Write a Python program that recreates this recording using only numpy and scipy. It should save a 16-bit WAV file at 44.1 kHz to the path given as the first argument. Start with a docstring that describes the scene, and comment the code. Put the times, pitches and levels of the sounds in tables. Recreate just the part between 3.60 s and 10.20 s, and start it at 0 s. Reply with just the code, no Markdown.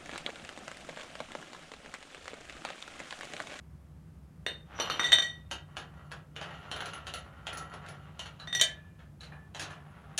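"""A steel spin-lock collar clanks onto the end of a dumbbell bar, and both ring in a small basement gym.
The collar rattles and scrapes along the thread, then is spun home against the iron plates, which knock
as the dumbbell is turned. Each hit is a crack of noise plus the metal's ringing modes; the scrape is
a stream of tiny slips of steel on steel. A low ventilation rumble fills the room throughout."""
import sys
import numpy as np
from scipy import signal
from scipy.fft import rfft, irfft, next_fast_len
from scipy.io import wavfile
from scipy.ndimage import map_coordinates

SR = 44100
rng = np.random.default_rng(int(sys.argv[2]) if len(sys.argv) > 2 else 0)


def to_wav(sig):
    """Store sig (one row per channel, or 1-D mono) as 16-bit WAV at the path in sys.argv[1].

    Samples outside -1..1 are clipped; the rate is SR.
    """
    pcm = np.clip(np.atleast_2d(sig), -1, 1) * 32767
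    pcm = np.round(pcm).astype(np.int16)
    wavfile.write(sys.argv[1], SR, pcm.T)  # frames by channels


N = 291015

# Table levels are relative. Knock is a hit's body, crack its top end; spot runs from 0 (face) to 1 (rim).
# collar striking the bar: (t/s, knock/dB, crack/dB, collar ring/dB, bar ring/dB, spot)
CLANKS = [(0.864, -25.5, -56.5, -28.5, -45, 0), (1.199, -26.5, -54, -28.5, -36, 0.7),
          (1.299, -25, -58, -30.5, -35.5, 0.45), (1.395, -20.5, -59.5, -28.5, -40, 0.31),
          (1.432, -36, -60, -33, -45, 0.086), (1.442, -42, -64.5, -23.5, -41, 0.26),
          (1.462, -40, -64.5, -30.5, -35, 0.18), (1.519, -25, -54.5, -22, -23, 0.33),
          (1.528, -29, -55.5, -14.5, -21.5, 0.041), (1.584, -28, -59, -24.5, -32.5, 0.21),
          (1.622, -43, -57.5, -30.5, -36.5, 0.23), (4.873, -39.5, -68.5, -40, -56, 0.26),
          (4.927, -37.5, -61, -32.5, -62, 0), (4.949, -36.5, -46.5, -28.5, -39, 0.43),
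          (4.997, -34.5, -54, -29.5, -36, 0.51), (5.012, -27.5, -34, -23, -19, 0.15)]
# collar catching on the thread: (t/s, knock/dB, crack/dB, spot)
CATCHES = [(1.912, -29, -47.5, 0.11), (2.168, -29.5, -53.5, 0.23), (2.516, -33, -59.5, 0.7),
           (2.763, -30, -58, 0.071), (2.813, -26, -60, 0.11), (2.828, -37.5, -61, 0.07),
           (3.114, -26.5, -50.5, 0.063), (3.162, -28, -57.5, 0.76), (3.205, -24.5, -56.5, 0.69),
           (3.257, -31.5, -52.5, 0.46), (3.334, -34, -60.5, 0.94), (3.468, -30, -53, 0.23),
           (3.538, -27.5, -47.5, 0.41), (3.868, -25, -53, 0.36), (3.93, -34.5, -56.5, 0.77),
           (3.972, -43, -51, 0.64), (4.138, -34.5, -66, 0.83), (4.263, -42.5, -66, 0.53),
           (4.286, -38, -59, 0.69), (4.593, -35, -50.5, 0.081), (4.658, -38, -60, 0.35)]
# plates shifting on the handle: (t/s, knock/dB, crack/dB, ring/dB, spot)
KNOCKS = [(4.798, -37.5, -65.5, -54, 0.91), (5.012, -55, -63, -38, 0.46), (5.392, -44.5, -78.5, -70, 0.14),
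          (5.607, -47.5, -64, -51, 0.79), (5.63, -43, -63, -55, 0.85), (5.722, -43.5, -90, -52, 0.15),
          (5.947, -32.5, -53, -64, 1), (5.995, -28, -42, -59.5, 0), (6.104, -40, -61.5, -58, 0.21),
          (6.577, -33.5, -32.5, -42, 0.29), (6.585, -25, -47, -40.5, 0.36)]
# turns of the hand, steel sliding on steel: (start/s, end/s, rub/dB, grit/dB)
TURNS = [(1.15, 1.236, -52.5, -58.5), (1.204, 1.416, -45.5, -39.5), (2.09, 2.431, -60, -81.5),
         (2.83, 3.036, -51, -52), (3.18, 3.353, -50.5, -48.5), (3.594, 3.787, -60.5, -80.5),
         (3.927, 4.263, -51.5, -91), (4.417, 5.192, -66, -63), (5.685, 5.715, -60, -67),
         (6.017, 6.131, -53, -67), (6.27, 6.605, -60.5, -69.5)]

# ringing modes: (f/Hz, level/dB, t60/s)
COLLAR_MODES = [(1926, 0, .34), (3575, -11, .2), (3653, 0, .36), (4394, -13, .28), (5858, -1, .24),
                (5913, -4, .27), (8500, 2, .28), (11780, -2, .23), (14140, 0, .18), (15360, -14, .14)]  # free collar
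GRIPPED_MODES = [(715, -19, .2), (1325, -8, 0.2), (1385, -6, .2), (1923, -14, .35), (2860, 0, 0.11),
                 (3065, 3, 0.09), (3665, -10, 0.24), (4400, -1, 0.055), (5950, -1, .05), (6800, 0, 0.04),
                 (10120, 1.5, 0.11), (15200, -12, .07)]  # collar damped by the hand
BAR_MODES = [(650, -14, .14), (1594, -18, .3), (2180, -15, .2), (2370, -15, .22), (3075, 0, .22),
             (3293, -11, .17), (3465, -11, .17), (3820, -4, .16), (4130, -12, .12), (4330, -13, .14),
             (4500, -14, .18), (5970, -13, .22), (6490, -16, .18), (6720, -14, .18), (7437, -16, .17),
             (8625, -16, .17)]  # loaded bar
TIP_MODES = [(2880, -1, .11), (3075, -5, .13), (4010, -6, .1), (4210, -4, .1), (4420, -10, .12),
             (9380, -22, .15), (11420, -23, .2)]  # bar tip, steadied by hand until the collar is on
PLATE_MODES = [(1739, 5.5, 0.55), (2420, -7, 1.1), (3973, 5, 0.089), (4280, 2, .05), (6600, -9, 0.078),
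               (10710, -2, 0.24)]  # iron plates

# tone of the ring for a hit on the face, and what a hit on the rim adds to it: (f/Hz, level/dB)
COLLAR_FACE = [(1920, -7.5), (3650, 1), (5880, -21), (8500, -19.5), (11750, -34)]
COLLAR_RIM = [(1920, 7), (3650, -18.5), (5880, 29.5), (8500, -15.5), (11750, 10.5), (14140, -12.5)]
GRIPPED_FACE = [(1400, 0.5), (3000, 11), (10100, -15.5)]
GRIPPED_RIM = [(1400, 17.5), (3000, -25), (10100, 26.5)]
PLATE_FACE = [(1740, 6.5), (2500, 5), (3970, -20), (10700, -0.5)]
PLATE_RIM = [(1740, -29), (2500, -37.5), (3970, 29.5), (10700, -11)]
# harder hits ring brighter: (f/Hz, boost/dB per dB of crack)
HARDNESS = [(3600, 0), (8500, 0.57)]

# tone curves: (f/Hz, level/dB)
FINGER_MUTE = [(1920, -21.5), (3000, -6.5)]  # fingers mute the collar, its lowest mode most
CONTACT_EQ = [(80, -26.5), (400, -9), (680, -5.5), (1000, -9), (1500, -3.5), (2200, -6), (2900, 4.5),
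              (4250, 3.5), (5000, 0), (6700, 8), (8000, -3), (9500, -2), (13000, -19), (16000, -34)]  # steel hitting steel
RUB_EQ = [(120, -20.5), (400, -7), (750, -2), (1380, -1), (2200, -12.5), (3000, -15), (5000, -31),
          (16000, -67.5)]  # dull body of the scrape
GRIT_EQ = [(600, -25), (2000, 11.5), (3000, 20), (4600, 3.5), (6900, -0.5), (8500, -12.5), (11500, -8.5),
           (15000, -50)]  # its sharp edge
SLIP_EQ = [(1400, 1.5), (1900, 1), (3000, -12), (10100, -22.5)]  # soft slips reach mostly the low modes
AIR_EQ = [(22, -52.5), (48, -12.5), (66, 1), (80, -2.5), (98, 3), (118, -10.5), (150, 5.5), (185, -4.5),
          (220, -11.5), (450, -23), (1200, -29), (4000, -43.5), (11000, -45.5), (16000, -54)]  # room air and ventilation
# fan tones: (f/Hz, level/dB)
FAN_TONES = [(68.5, -58.5), (146.5, -66)]
# basement reverb: (f/Hz, t60/s)
ROOM_DECAY = [(250, 0.56), (800, 0.35), (2000, 0.28), (5500, 0.19), (13000, 0.14)]

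ON_BAR_S, SEATED_S, PLATES_HELD_S = 1.35, 5.0, 5.3  # collar on the bar, collar tight, hand on the plates
GRIP_DB_PER_S, SEATED_DB_PER_S, HELD_DB_PER_S = 11.5, 221, 134.5  # damping: grip, tight fit, resting hand
HEAVY_DB, CHOKE_DB_PER_S = -30, 19  # extra damping for each dB of ring above HEAVY_DB
USUAL_CRACK_DB = -56.5
GRAZE_LEAD_S, GRAZE_DB, GRAZE_MAX_DB = 0.0057, -16, -11  # usual and highest level, relative to the hit
TURN_RISE_DB_PER_S, TURN_FALL_DB_PER_S, GRIT_ARCH_DB = 231, 74.5, 3.5
TOP_HZ = 16000


def collar_clanks():
    """The collar hits the bar and both ring; a heavy blow presses it tight and dies sooner."""
    times, knock_db, crack_db, ring_db, bar_db, spot = np.transpose(CLANKS)
    damping = GRIP_DB_PER_S + CHOKE_DB_PER_S * np.maximum(ring_db - HEAVY_DB, 0)
    collar_damping = damping + SEATED_DB_PER_S * (times > SEATED_S)
    held = times < ON_BAR_S
    mute_db = np.outer(held, curve_at(FINGER_MUTE, np.transpose(COLLAR_MODES)[0]))
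    drive_db = mode_drive(COLLAR_MODES, ring_db, crack_db, spot, COLLAR_FACE, COLLAR_RIM) + mute_db
    collar = ringing(times, drive_db, COLLAR_MODES, collar_damping, room_db=-7)
    tip = ringing(times[held], bar_db[held], TIP_MODES, damping[held], room_db=4)
    bar = ringing(times[~held], bar_db[~held], BAR_MODES, damping[~held], room_db=-6)
    hits = zip(times, knock_db, crack_db)
    attack = cracks(hits, gain_db=20.5, t60=0.016, room_db=-4, bounce_db=-9.5, rise_s=0.0003)
    return attack + amp(4) * collar + tip + bar


def thread_rattle():
    """Held in the fingers, the collar catches on the thread: a snap and a short ring each time."""
    times, knock_db, crack_db, spot = np.transpose(CATCHES)
    drive_db = mode_drive(GRIPPED_MODES, crack_db, crack_db, spot, GRIPPED_FACE, GRIPPED_RIM)
    ring = ringing(times, drive_db, GRIPPED_MODES, np.zeros(len(times)), room_db=-1, detune=0.004)
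    hits = with_grazes(times, knock_db, crack_db)
    snaps = cracks(hits, gain_db=14.5, t60=0.011, room_db=1.5, bounce_db=-9.5, rise_s=0.0009)
    return amp(4) * snaps + amp(2) * ring


def plate_knocks():
    """The iron plates jostle on the handle; their ring shortens once a hand rests on them."""
    times, knock_db, crack_db, ring_db, spot = np.transpose(KNOCKS)
    drive_db = mode_drive(PLATE_MODES, ring_db, crack_db, spot, PLATE_FACE, PLATE_RIM)
    ring = ringing(times, drive_db, PLATE_MODES, HELD_DB_PER_S * (times > PLATES_HELD_S), room_db=-1)
    hits = with_grazes(times, knock_db, crack_db)
    return ring + cracks(hits, gain_db=15, t60=0.018, room_db=3, bounce_db=-5, rise_s=0.0019)


def cracks(hits, gain_db, t60, room_db, bounce_db, rise_s):
    """The attack of each hit: a noise burst, dull or bright, with four quick bounces and reverb."""
    track, t = np.zeros(N), np.arange(SR // 8) / SR
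    for start, knock_db, crack_db in hits:
        since_bounce = t - np.cumsum(rng.uniform(0.005, 0.022, size=4))[:, None]
        bounces = np.sum((since_bounce > 0) * amp(-60 * abs(since_bounce) / t60), axis=0)
        decay = amp(-60 * t / t60) + amp(bounce_db - 340 * t) * bounces
        burst = rng.standard_normal(len(t)) * amp(gain_db) * decay * (1 - np.exp(-t / rise_s))
        crack = equalise(burst, CONTACT_EQ, [(1600, knock_db), (6500, crack_db)])
        add(track, start, crack)
        add(track, start, amp(room_db) * signal.fftconvolve(crack, room_tail()))
    return track


def with_grazes(times, knock_db, crack_db):
    """Lead into each hit with a graze as the steel starts to slip; soft hits graze most."""
    graze_db = np.minimum(GRAZE_DB + USUAL_CRACK_DB - crack_db, GRAZE_MAX_DB)
    hits = np.transpose([times, knock_db, crack_db])
    grazes = np.transpose([times - GRAZE_LEAD_S, knock_db + graze_db, crack_db + graze_db])
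    return np.concatenate([hits, grazes])


def mode_drive(modes, ring_db, crack_db, spot, face, rim):
    """Drive in dB for each hit (rows) and mode (columns), set by where and how hard the hit lands."""
    hz = np.transpose(modes)[0]
    spot_db = curve_at(face, hz) + np.outer(np.clip(spot, 0, 1), curve_at(rim, hz))
    hardness_db = np.outer(crack_db - USUAL_CRACK_DB, curve_at(HARDNESS, hz))
    return ring_db[:, None] + spot_db + hardness_db


def ringing(times, drive_db, modes, damping_db_per_s, room_db, detune=0.00048):
    """Each hit sets the modes ringing into the room; the next chokes that ring and starts its own."""
    track, t = np.zeros(N), np.arange(2 * SR // 3) / SR
    hz, mode_db, t60 = np.transpose(modes)
    gaps = np.diff(times, append=N / SR + 1)
    for start, gap, hit_db, damping in zip(times, gaps, drive_db, damping_db_per_s):
        pitch = hz * (1 + detune * rng.standard_normal(len(hz)))  # the grip detunes the modes slightly
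        phase = 2 * np.pi * (pitch[:, None] * t + rng.random((len(hz), 1)))
        knots = rng.standard_normal((len(hz), SR // 512))
        rocking = np.array([np.interp(t * 90, np.arange(len(row)), row) for row in knots])
        phase += 0.85 * rocking  # the loose part rocks on the bar, which roughens each mode
        ring = amp(mode_db + hit_db) @ (amp(-60 * t / t60[:, None]) * np.sin(phase))
        attack = (1 - np.exp(-t / 0.00039)) ** 2
        choke = np.exp(-np.maximum(t - gap, 0) / 0.00079)
        ring *= attack * amp(-damping * t) * choke
        add(track, start, ring)
        add(track, start, amp(room_db) * signal.fftconvolve(ring, room_tail()))
    return track


def scrape():
    """Turning steel rubs and sheds sharp slips that ring the collar, later the plates' upper modes."""
    t = np.arange(N) / SR
    seeking = (t > TURNS[0][0]) & (t < CLANKS[1][0])  # the rim feels for the bar end
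    on_thread, seated = t > CATCHES[0][0], t > SEATED_S
    pressure, grittiness = hand_turns()
    unevenness = amp(3 * wobble(40))
    rub = unit_rms(equalise(slips(600) * unevenness, RUB_EQ)) * pressure * amp(2)
    grit = unit_rms(equalise(slips(700), GRIT_EQ)) * grittiness * amp(-5)
    chatter = unit_rms(slips(80)) * pressure * amp(-3.5)
    collar = resonate(chatter * (on_thread & ~seated), GRIPPED_MODES)
    plates = resonate(chatter * seated, PLATE_MODES[4:]) * amp(-16.5)
    singing_rim = resonate(unit_rms(slips(700)) * pressure * seeking, COLLAR_MODES[4:6])
    direct = rub + grit + singing_rim + collar + plates
    return 0.54 * direct + 0.52 * signal.fftconvolve(direct, room_tail())[:N]


def hand_turns():
    """Rub and grit envelopes: each turn swells, holds and dies away, and is grittiest halfway."""
    t, rub, grit = np.arange(N) / SR, np.zeros(N), np.zeros(N)
    for start, end, rub_db, grit_db in TURNS:
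        progress = np.clip((t - start) / (end - start), 0, 1)
        fade_db = -TURN_RISE_DB_PER_S * np.maximum(start - t, 0)
        fade_db -= TURN_FALL_DB_PER_S * np.maximum(t - end, 0)
        rub += amp(rub_db + fade_db)
        grit += amp(grit_db + fade_db - GRIT_ARCH_DB * (2 * progress - 1) ** 2)
    return rub, grit


def slips(per_s):
    """Tiny slips of steel on steel: clicks of random size at random times."""
    return rng.standard_normal(N) * (rng.random(N) < per_s / SR)


def resonate(clicks, modes):
    """A stream of slips rings the modes through an impulse response of energy 1."""
    t = np.arange(SR // 3) / SR
    response = sum(amp(db + curve_at(SLIP_EQ, hz) - 60 * t / t60) * np.sin(2 * np.pi * hz * t)
                   for hz, db, t60 in modes)
    return signal.fftconvolve(clicks, response / np.linalg.norm(response))[:N]


def room_tail():
    """The basement's diffuse reverb, energy 1; the highs die first."""
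    hz, t, noise = signal.stft(rng.standard_normal(SR // 2), SR, nperseg=256)
    decay = amp(-60 * t / curve_at(ROOM_DECAY, hz)[:, None])
    tail = signal.istft(noise * decay, SR, nperseg=256)[1]
    tail = np.pad(tail, (SR // 400, 0))  # pre-delay from the nearest surfaces
    return tail / np.linalg.norm(tail)


def ventilation():
    """The bed: a steady rumble of air with two wavering fan tones."""
    t, hum = np.arange(N) / SR, np.zeros(N)
    for hz, db in FAN_TONES:
        peak = np.sqrt(2) * amp(db + 2.5 * wobble(1))
        hum += peak * np.sin(2 * np.pi * hz * t + 0.8 * wobble(6.3))
    return amp(-52) * unit_rms(equalise(rng.standard_normal(N), AIR_EQ)) + hum


def amp(db):
    """Decibels to gain."""
    return 10 ** (np.asarray(db) / 20)


def unit_rms(x):
    """Scale to rms 1."""
    return x / np.sqrt(np.mean(x ** 2) + 1e-20)


def curve_at(points, hz):
    """Read (f/Hz, value) points on a log frequency axis."""
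    freqs, values = np.transpose(points)
    return np.interp(np.log(hz + 1), np.log(freqs + 1), values)


def equalise(x, *curves):
    """Minimum-phase EQ by stacked (f/Hz, level/dB) curves, so nothing rings ahead of an attack."""
    size = 2 * next_fast_len(len(x) // 2 + 1)
    hz = np.fft.rfftfreq(size, 1 / SR)
    gain = amp(sum(curve_at(curve, hz) for curve in curves))
    cepstrum = irfft(np.log(gain), size)
    cepstrum[1:size // 2] *= 2
    cepstrum[size // 2 + 1:] = 0
    return irfft(rfft(x, size) * np.exp(rfft(cepstrum)), size)[:len(x)]


def wobble(knots_per_s):
    """A smooth random modulation curve."""
    knots = rng.standard_normal(int(N * knots_per_s / SR) + 4)
    return map_coordinates(knots, [np.arange(N) * knots_per_s / SR])


def add(track, start_s, sound):
    """Mix a sound into the track at its cue."""
    start = round(start_s * SR)
    part = sound[:N - start]
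    track[start:start + len(part)] += part


def scene():
    """Clanks, rattle, knocks and scrape over the ventilation bed, in mono."""
    return (collar_clanks() + thread_rattle() + plate_knocks() + scrape() + ventilation())[None]


def record(dry):
    """A brick-wall low-pass cuts everything above TOP_HZ."""
    size = next_fast_len(N + SR // 2)
    passband = np.fft.rfftfreq(size, 1 / SR) < TOP_HZ
    return irfft(rfft(dry, size) * passband, size)[:, :N]


dry = scene()
out = record(dry)
to_wav(out)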